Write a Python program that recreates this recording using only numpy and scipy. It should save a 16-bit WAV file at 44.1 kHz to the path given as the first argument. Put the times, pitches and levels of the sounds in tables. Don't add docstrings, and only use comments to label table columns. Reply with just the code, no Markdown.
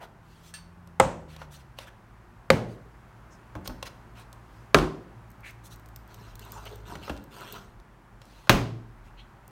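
import sys
import numpy as np
from scipy import signal
from scipy.fft import rfft, irfft
from scipy.io import wavfile
from scipy.ndimage import uniform_filter1d

SR = 44100
rng = np.random.default_rng(int(sys.argv[2]) if len(sys.argv) > 2 else 0)


def to_wav(sig):
    pcm = np.clip(np.atleast_2d(sig), -1, 1) * 32767
    pcm = np.round(pcm).astype(np.int16)
    wavfile.write(sys.argv[1], SR, pcm.T)


N = 419375
TIME = np.arange(N) / SR
AFTER = TIME[:SR]
HZ = np.fft.rfftfreq(SR, 1 / SR) + 1


def gain_of(db):
    return 10 ** (np.asarray(db) / 20)


def unit_rms(x):
    return x / np.sqrt(np.mean(x ** 2) + 1e-20)


def read(points, hz):
    f, value = np.transpose(points)
    return np.interp(np.log(hz + 1), np.log(f + 1), value)


def add(mix, s, sound):
    part = mix[max(round(s * SR), 0):][:len(sound)]
    part += sound[:len(part)]


def coloured(x, points, lift_db=0):
    eq_db = read(points, np.fft.rfftfreq(N, 1 / SR)) + lift_db
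    return unit_rms(irfft(rfft(x) * gain_of(eq_db), N))


def wander(count):
    return unit_rms(np.interp(TIME, np.linspace(0, TIME[-1], count), rng.standard_normal(count)))


def decay(t60):
    return np.exp(-np.log(1000) * AFTER / t60)


def ring(modes):
    return sum((-1) ** k * gain_of(db) * decay(t60) * np.sin(2 * np.pi * hz * AFTER)
               for k, (hz, db, t60) in enumerate(modes))


def random_phases(colour_db):
    spectrum = gain_of(colour_db) * np.exp(2j * np.pi * rng.random(len(HZ)))
    return spectrum / np.std(irfft(spectrum, SR))


def dense_ring(colour_db, t60):
    return irfft(random_phases(colour_db), SR) * decay(t60)


def banded_ring(colour_db, t60, build_s):
    spectrum, out = random_phases(colour_db), np.zeros(SR)
    centres = np.geomspace(50, 16000, 11)
    for centre, share in zip(centres, np.eye(len(centres))):
        band = irfft(spectrum * np.interp(np.log(HZ), np.log(centres), share), SR)
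        rise = 1 - np.exp(-AFTER / (build_s * np.sqrt(1000 / centre)))
        out += band * rise * decay(np.interp(centre, HZ, t60))
    return out


# f/Hz, level/dB
AIR_COLOUR = [(15, -44), (30, -17), (53, -2.5), (80, -14.5), (114, -1.5), (145, -9), (212, -10), (277, -17),
              (354, -13), (460, -21.5), (920, -15.5), (1560, -20.5), (3620, -38), (8000, -44), (16000, -49)]
# t/s, level/dB
AIR_LEVEL = [(0, -61.5), (2.3, -60), (3.6, -57.5), (6, -58.5), (8, -60.5), (9.5, -59)]
def room_tone(boost_db=6):
    level_db = np.interp(TIME, *np.transpose(AIR_LEVEL)) + boost_db
    return gain_of(level_db) * coloured(rng.standard_normal(N), AIR_COLOUR)


# middle t/s, length/s, level/dB
RUMBLE_SWELLS = [(3.723, .3, -51), (6.334, 0.12, -55.5), (7.694, .3, -53), (9.05, 0.54, -53)]
# f/Hz, level/dB
RUMBLE_COLOUR = [(15, -40.5), (32, -8), (46, 3.5), (62, -12.5), (100, -24.5), (300, -69)]
def rumble(steady_db=-61):
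    swells = sum(gain_of(db) * np.exp(-(2 * (TIME - s) / length) ** 2) for s, length, db in RUMBLE_SWELLS)
    return (gain_of(steady_db) + swells) * coloured(rng.standard_normal(N), RUMBLE_COLOUR)


# t/s, f/Hz, pre-EQ level/dB
ENGINE = [(0, 76, -61), (0.8, 87, -49), (1.398, 77.9, -46), (1.902, 55, -58), (3.9, 57.95, -55),
          (5.7, 56.07, -52.5), (6.9, 52.64, -47.5), (7.398, 53.9, -66), (9.51, 56.26, -71)]
# f/Hz, level/dB
ENGINE_COLOUR = [(55, -3), (80, -7), (110, -3), (165, -5), (250, -15.5)]
def far_engine(orders_db=(0, 0, -13), waver=0.008, throb_db=0.9):
    s, pitch_hz, level_db = np.transpose(ENGINE)
    hz = np.interp(TIME, s, pitch_hz) * (1 + waver * wander(count=110))
    angle = 2 * np.pi * np.cumsum(hz) / SR
    hum = sum(gain_of(db + read(ENGINE_COLOUR, k * hz)) * np.sin(k * angle)
              for k, db in enumerate(orders_db, 1))
    level = gain_of(np.interp(TIME, s, level_db) + throb_db * wander(count=110))
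    return level * np.sqrt(2) * hum


# f/Hz, t60/s
ROOM_DECAY = [(60, 0.36), (150, 0.63), (400, 0.65), (1000, 0.39), (2500, 0.4), (6000, 0.44), (15000, 0.25)]
def shop_reverb(x, wet_db):
    colour_db = read([(100, 6.5), (1000, -1), (4000, -6.5), (15000, -5.0)], HZ)
    tail = banded_ring(colour_db, read(ROOM_DECAY, HZ), build_s=0.0046)
    return gain_of(wet_db) * signal.fftconvolve(x, tail / np.linalg.norm(tail))[:N]


# f/Hz, width/Hz, lift/dB
SHELL = [(420, 56, 10.5), (536, 60, 7), (689, 85, 11), (965, 130, 7), (1394, 450, 8.5), (2720, 150, 4.5),
         (3350, 370, 3), (4150, 500, 4), (6100, 430, 2.5), (7500, 300, -1.5)]
def shell_db(hz):
    return sum(lift_db / (1 + (2 * (hz - centre) / width) ** 2) for centre, width, lift_db in SHELL)


def touch_db(centre_hz, octaves):
    hump_db = -12 * np.log(1 + (np.log2(HZ / centre_hz) / octaves) ** 2 / 2)
    return hump_db + shell_db(HZ)


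def friction(size, slips_per_s=9000, patchy_db=3):
    slips = rng.choice([-1, 1], size) * (rng.random(size) < slips_per_s / SR)
    frames = signal.stft(slips, nperseg=512, noverlap=384)[2].T
    patches = uniform_filter1d(rng.standard_normal(frames.shape), size=11, axis=0)
    patches = uniform_filter1d(patches, size=6, axis=1)
    frames = frames * gain_of(patchy_db * unit_rms(patches))
    return signal.istft(frames.T, nperseg=512, noverlap=384)[1][:size]


# middle t/s, length/s, level/dB, centre f/Hz
RUBS = [(0.02, 0.065, -43.5, 690), (0.36, 0.32, -64.5, 2820), (0.475, 0.11, -56.5, 4200),
        (1.325, 0.1, -55, 1980), (1.418, 0.094, -54, 1500), (1.545, 0.085, -53.5, 4270),
        (1.605, 0.06, -60, 2600), (1.815, 0.1, -50.5, 2000), (1.879, 0.038, -49, 1300),
        (2.72, 0.11, -64, 3800), (3.667, 0.05, -49, 3970), (3.869, 0.038, -42.5, 2500),
        (4.195, 0.094, -53, 2190), (4.57, 0.36, -69.5, 3450), (5.48, .09, -55, 4000),
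        (5.661, 0.054, -53.5, 6400), (5.727, 0.058, -54, 4500), (6.668, 0.026, -44, 1000),
        (8.373, 0.39, -62, 3010), (9.068, 0.064, -64, 2500)]
# middle t/s, length/s, level/dB, centre f/Hz
CREAKS = [(3.335, 0.073, -63.5, 6270), (5.473, 0.089, -45.5, 2100), (6.466, 0.082, -52.5, 970),
          (6.572, 0.061, -45.5, 970), (6.55, .1, -57, 6900), (6.669, .035, -43, 2730),
          (6.727, 0.045, -46.5, 447), (7.035, 0.036, -49, 2730), (9.2, 0.061, -53, 3067)]
def strokes(rows, octaves):
    out = np.zeros(N)
    for s, length, db, centre_hz in rows:
        grain = irfft(rfft(friction(SR)) * gain_of(touch_db(centre_hz, octaves)), SR)
        arch = np.sin(np.pi * np.minimum(AFTER / length, 1))
        add(out, s - length / 2, gain_of(db) * unit_rms(grain) * arch)
    return out


# start t/s, length/s, final level/dB
SHOVES = [(6.07, 0.23, -55), (6.387, 0.34, -51), (6.849, 0.074, -46.5), (7, 0.096, -47.5),
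          (7.301, 0.26, -45.5)]
# f/Hz, level/dB
SCRAPE_COLOUR = [(100, -10), (200, 0.5), (600, -12), (1000, -8), (2000, -14.5), (3000, -12), (5000, -17),
                 (8500, -20.5), (10700, -30.5), (14000, -21), (16000, -33.5)]
def lid_scrape(grip_s=0.031, swell_db=2, let_go_t60=0.4):
    pressure = np.zeros(N)
    for s, length, db in SHOVES:
        grip = np.minimum(AFTER / grip_s, 1)
        press_db = swell_db * (np.minimum(AFTER / length, 1) - 1)
        let_go = np.exp(-np.log(1000) * np.maximum(AFTER - length, 0) / let_go_t60)
        add(pressure, s, gain_of(db + press_db) * grip * let_go)
    grit = friction(N, slips_per_s=1600, patchy_db=4)
    return pressure * coloured(grit, SCRAPE_COLOUR, shell_db(np.fft.rfftfreq(N, 1 / SR)))


# t/s, level/dB
TICKS = [(3.676, -34.5), (5.8595, -49.5), (5.961, -37), (6.1438, -41.5), (6.355, -41), (6.394, -40),
         (6.52, -35.5), (7.525, -34.5)]
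# f/Hz, level/dB
TICK_COLOUR = [(500, -19.5), (2700, -1), (5000, 2), (8500, 2), (10800, -7), (14000, 10.5), (15800, -4.5)]
def plastic_ticks(t60=0.015, turn_from_s=5.3, turn_to_s=7.6, steps_per_s=6):
    out = np.zeros(N)
    colour_db = read(TICK_COLOUR, HZ)
    for s, db in TICKS:
        add(out, s, gain_of(db) * dense_ring(colour_db, t60))
    turning = (TIME > turn_from_s) & (TIME < turn_to_s)
    steps = turning * (rng.random(N) < steps_per_s / SR)
    sizes = gain_of(-47.5 + 9.5 * rng.uniform(-0.81, 1, N))
    return out + signal.oaconvolve(steps * sizes, dense_ring(colour_db, t60))[:N]


# f/Hz, level/dB, t60/s
METAL_MODES = [(1730, -43, 0.1), (2710, -50, 0.21), (4500, -51, .28), (4550, -53.5, .28), (5360, -53, .2),
               (5850, -51, 0.15), (6300, -54, .2), (8590, -39.5, 0.134)]
def metal_clink(at_s=0.539, wash_db=-44.5):
    out = np.zeros(N)
    wash = dense_ring(touch_db(centre_hz=3000, octaves=1.1), t60=0.22)
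    add(out, at_s, ring(METAL_MODES) + gain_of(wash_db) * wash)
    return out


# t/s, level/dB, t60/s
THUMPS = [(3.555, -33, 0.17), (3.689, -33, 0.13), (6.959, -33.5, 0.074), (7.097, -27, 0.11)]
# f/Hz, level/dB
THUMP_COLOUR = [(30, -25), (60, 1), (130, -6), (290, 1.5), (420, -15), (800, -13), (1600, -34), (5000, -66)]
def shell_thumps(rise_s=0.0024):
    out = np.zeros(N)
    attack = 1 - np.exp(-AFTER / rise_s)
    for s, db, t60 in THUMPS:
        add(out, s, gain_of(db) * dense_ring(read(THUMP_COLOUR, HZ), t60) * attack)
    return out


# t/s, level/dB, centre f/Hz
CLICKS = [(0.874, -49, 5500), (0.9987, -31, 7000), (1.364, -43, 2920), (1.416, -39.5, 1210),
          (1.787, -32.5, 3020), (3.553, -38, 1000), (3.657, -42, 1870), (3.676, -29, 4500),
          (3.696, -40.5, 1000), (3.8273, -29, 2600), (4.329, -43, 5700), (4.7855, -25.5, 2197),
          (6.954, -37, 2000), (7.079, -38.5, 1060), (7.096, -29.5, 1470), (7.166, -49, 3500),
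          (7.174, -44.5, 3000), (7.8, -55.5, 4850), (8.217, -46.5, 2760), (8.254, -53, 5500),
          (8.472, -43, 1497), (9.479, -42.5, 11000)]
# f/Hz, relative level/dB, t60/s
PANEL_MODES = [(541, 2.5, 0.059), (766, 2.5, 0.024), (1075, 0.5, 0.047)]
def clicks(t60_cycles=75, knock_db=-2.5, knock_db_per_octave=-3.5):
    out = np.zeros(N)
    panel = ring(PANEL_MODES)
    for s, db, centre_hz in CLICKS:
        click = dense_ring(touch_db(centre_hz, octaves=0.8), t60_cycles / centre_hz)
        knock = gain_of(knock_db + knock_db_per_octave * np.log2(centre_hz / 1000)) * panel
        add(out, s, gain_of(db) * (click + knock))
    return out


# f/Hz, level/dB, t60/s
RIGHT_LATCH = [(534, -12.5, 0.17), (650, -15.5, 0.09), (827, -9, 0.044), (878, -22, 0.14),
               (1086, -18, 0.041), (1180, -21.5, 0.0904), (1277, -16, 0.049), (2051, -13.5, 0.024),
               (2300, -15, 0.018), (8400, -11, 0.0074)]
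LEFT_LATCH = [(119.3, -33, 1), (157.5, -19, 0.23), (221.5, -24, 0.4), (532, -3.5, 0.062),
              (850, -11.5, 0.016), (1216, -6, 0.018), (2155, -0.5, 0.006), (3670, -11, 0.0091),
              (4500, -19, 0.012)]
RIGHT_LID = [(154, -20.5, 0.49), (340, -17, 0.15), (373, -24, 0.34), (404, -9.5, 0.088), (648, -6.5, 0.046),
             (1054, -24.5, 0.3), (1190, -6, 0.011), (1370, -21, 0.13), (1606, -15, 0.064),
             (1795, -10.5, 0.026), (2370, -5.5, 0.0079), (2690, -20, 0.012)]
LEFT_LID = [(60, -25.5, .45), (114.8, -18, 0.79), (193, -20.5, 0.37), (366, -20.5, 0.19),
            (548, -22.5, 0.29), (640, -17.5, 0.056), (942, -10.5, 0.026), (1056, -11, 0.052),
            (1580, -3, 0.01), (1890, -15, 0.026), (3110, -25.5, 0.05), (3800, -11.5, 0.0094),
            (6450, -12.5, .008)]
# f/Hz, level/dB
RIGHT_LATCH_COLOUR = [(26, -29), (45, 0.5), (217, -3.5), (314, -8.5), (382, -6.5), (432, -12.5), (513, -1),
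                      (672, -7.5), (971, -2), (1150, -9.5), (2530, -20), (4800, -31.5), (8040, -24.5),
                      (10800, -43), (16000, -48)]
LEFT_LATCH_COLOUR = [(26, -28), (45, -12), (79, -11.5), (101, -7), (129, -7), (291, -15.5), (525, -11),
                     (640, -17.5), (971, -19), (1050, -23.5), (2300, -27), (2600, -32.5), (16000, -53)]
RIGHT_LID_COLOUR = [(26, -39), (45, 2.5), (112, -16), (150, -9), (271, -10), (372, -4), (432, -13.5),
                    (760, -14.5), (880, -16), (1070, -11), (2130, -26.5), (2530, -27), (16000, -48.5)]
LEFT_LID_COLOUR = [(21, -40.5), (35, 2), (86, -22.5), (117, -5), (143, -10.5), (360, -16.5), (399, -15.5),
                   (543, -28), (587, -20.5), (1170, -20), (1510, -25), (2730, -28), (6520, -39.5),
                   (10300, -46.5), (16000, -43)]
# f/Hz, relative level/dB, t60/s
TOOL_MODES = [(2465, -4.5, .3), (2790, -4, 0.25), (3060, -4, 0.13), (4200, -7.5, 0.24), (5740, -16, .28),
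              (6418, -8, 0.3)]
# t/s, crack level/dB, crack t60/s at 3 kHz, crack tilt/(dB per octave),
# room level/dB, tools level/dB, body table, EQ table
BLOWS = [(0.9997, -9.5, 0.026, -0.5, -22, -45, RIGHT_LATCH, RIGHT_LATCH_COLOUR),
         (2.5029, -11, 0.028, 0.5, -20.5, -43, LEFT_LATCH, LEFT_LATCH_COLOUR),
         (4.7452, -8.5, 0.029, 0.55, -17, -40, RIGHT_LID, RIGHT_LID_COLOUR),
         (8.4946, -8.5, 0.051, 0.5, -15, -29, LEFT_LID, LEFT_LID_COLOUR)]
def snaps_and_drops(damping=0.51):
    out = np.zeros(N)
    # f/Hz, level/dB
    edge = [(60, -23.5), (300, -9.0), (900, -6.0), (2500, 1.5), (4500, 5.5), (8000, 3.5), (15000, 5.0)]
    for s, crack_db, crack_t60, tilt_db, room_db, tools_db, modes, colour in BLOWS:
        colour_db = read(colour, HZ)
        bright_db = colour_db + read(edge, HZ) + tilt_db * np.log2(HZ / 3000)
        t60 = crack_t60 * (HZ / 3000) ** -damping
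        crack = gain_of(crack_db) * banded_ring(bright_db, t60, build_s=0.0001)
        tools = gain_of(tools_db) * ring(TOOL_MODES)
        room = gain_of(room_db) * banded_ring(colour_db, read(ROOM_DECAY, HZ), build_s=0.0027)
        add(out, s, ring(modes) + crack + tools + room)
    return out


def scene():
    bed = room_tone() + rumble() + far_engine()
    rubbing = strokes(RUBS, octaves=1.2) + strokes(CREAKS, octaves=0.27) + lid_scrape()
    handling = rubbing + plastic_ticks() + metal_clink() + shell_thumps() + clicks()
    return (bed + handling + shop_reverb(handling, wet_db=-11) + snaps_and_drops())[None]


def record(dry, low_cut_hz=30, high_cut_hz=16200):
    rounded = dry / (1 + dry ** 4) ** .25
    trimmed = signal.sosfilt(signal.butter(4, low_cut_hz, "high", fs=SR, output="sos"), rounded)
    high_cut = signal.firwin(255, high_cut_hz, window=("kaiser", 9), fs=SR)
    return signal.oaconvolve(trimmed, high_cut[None], "same")


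dry = scene()
out = record(dry)
to_wav(out)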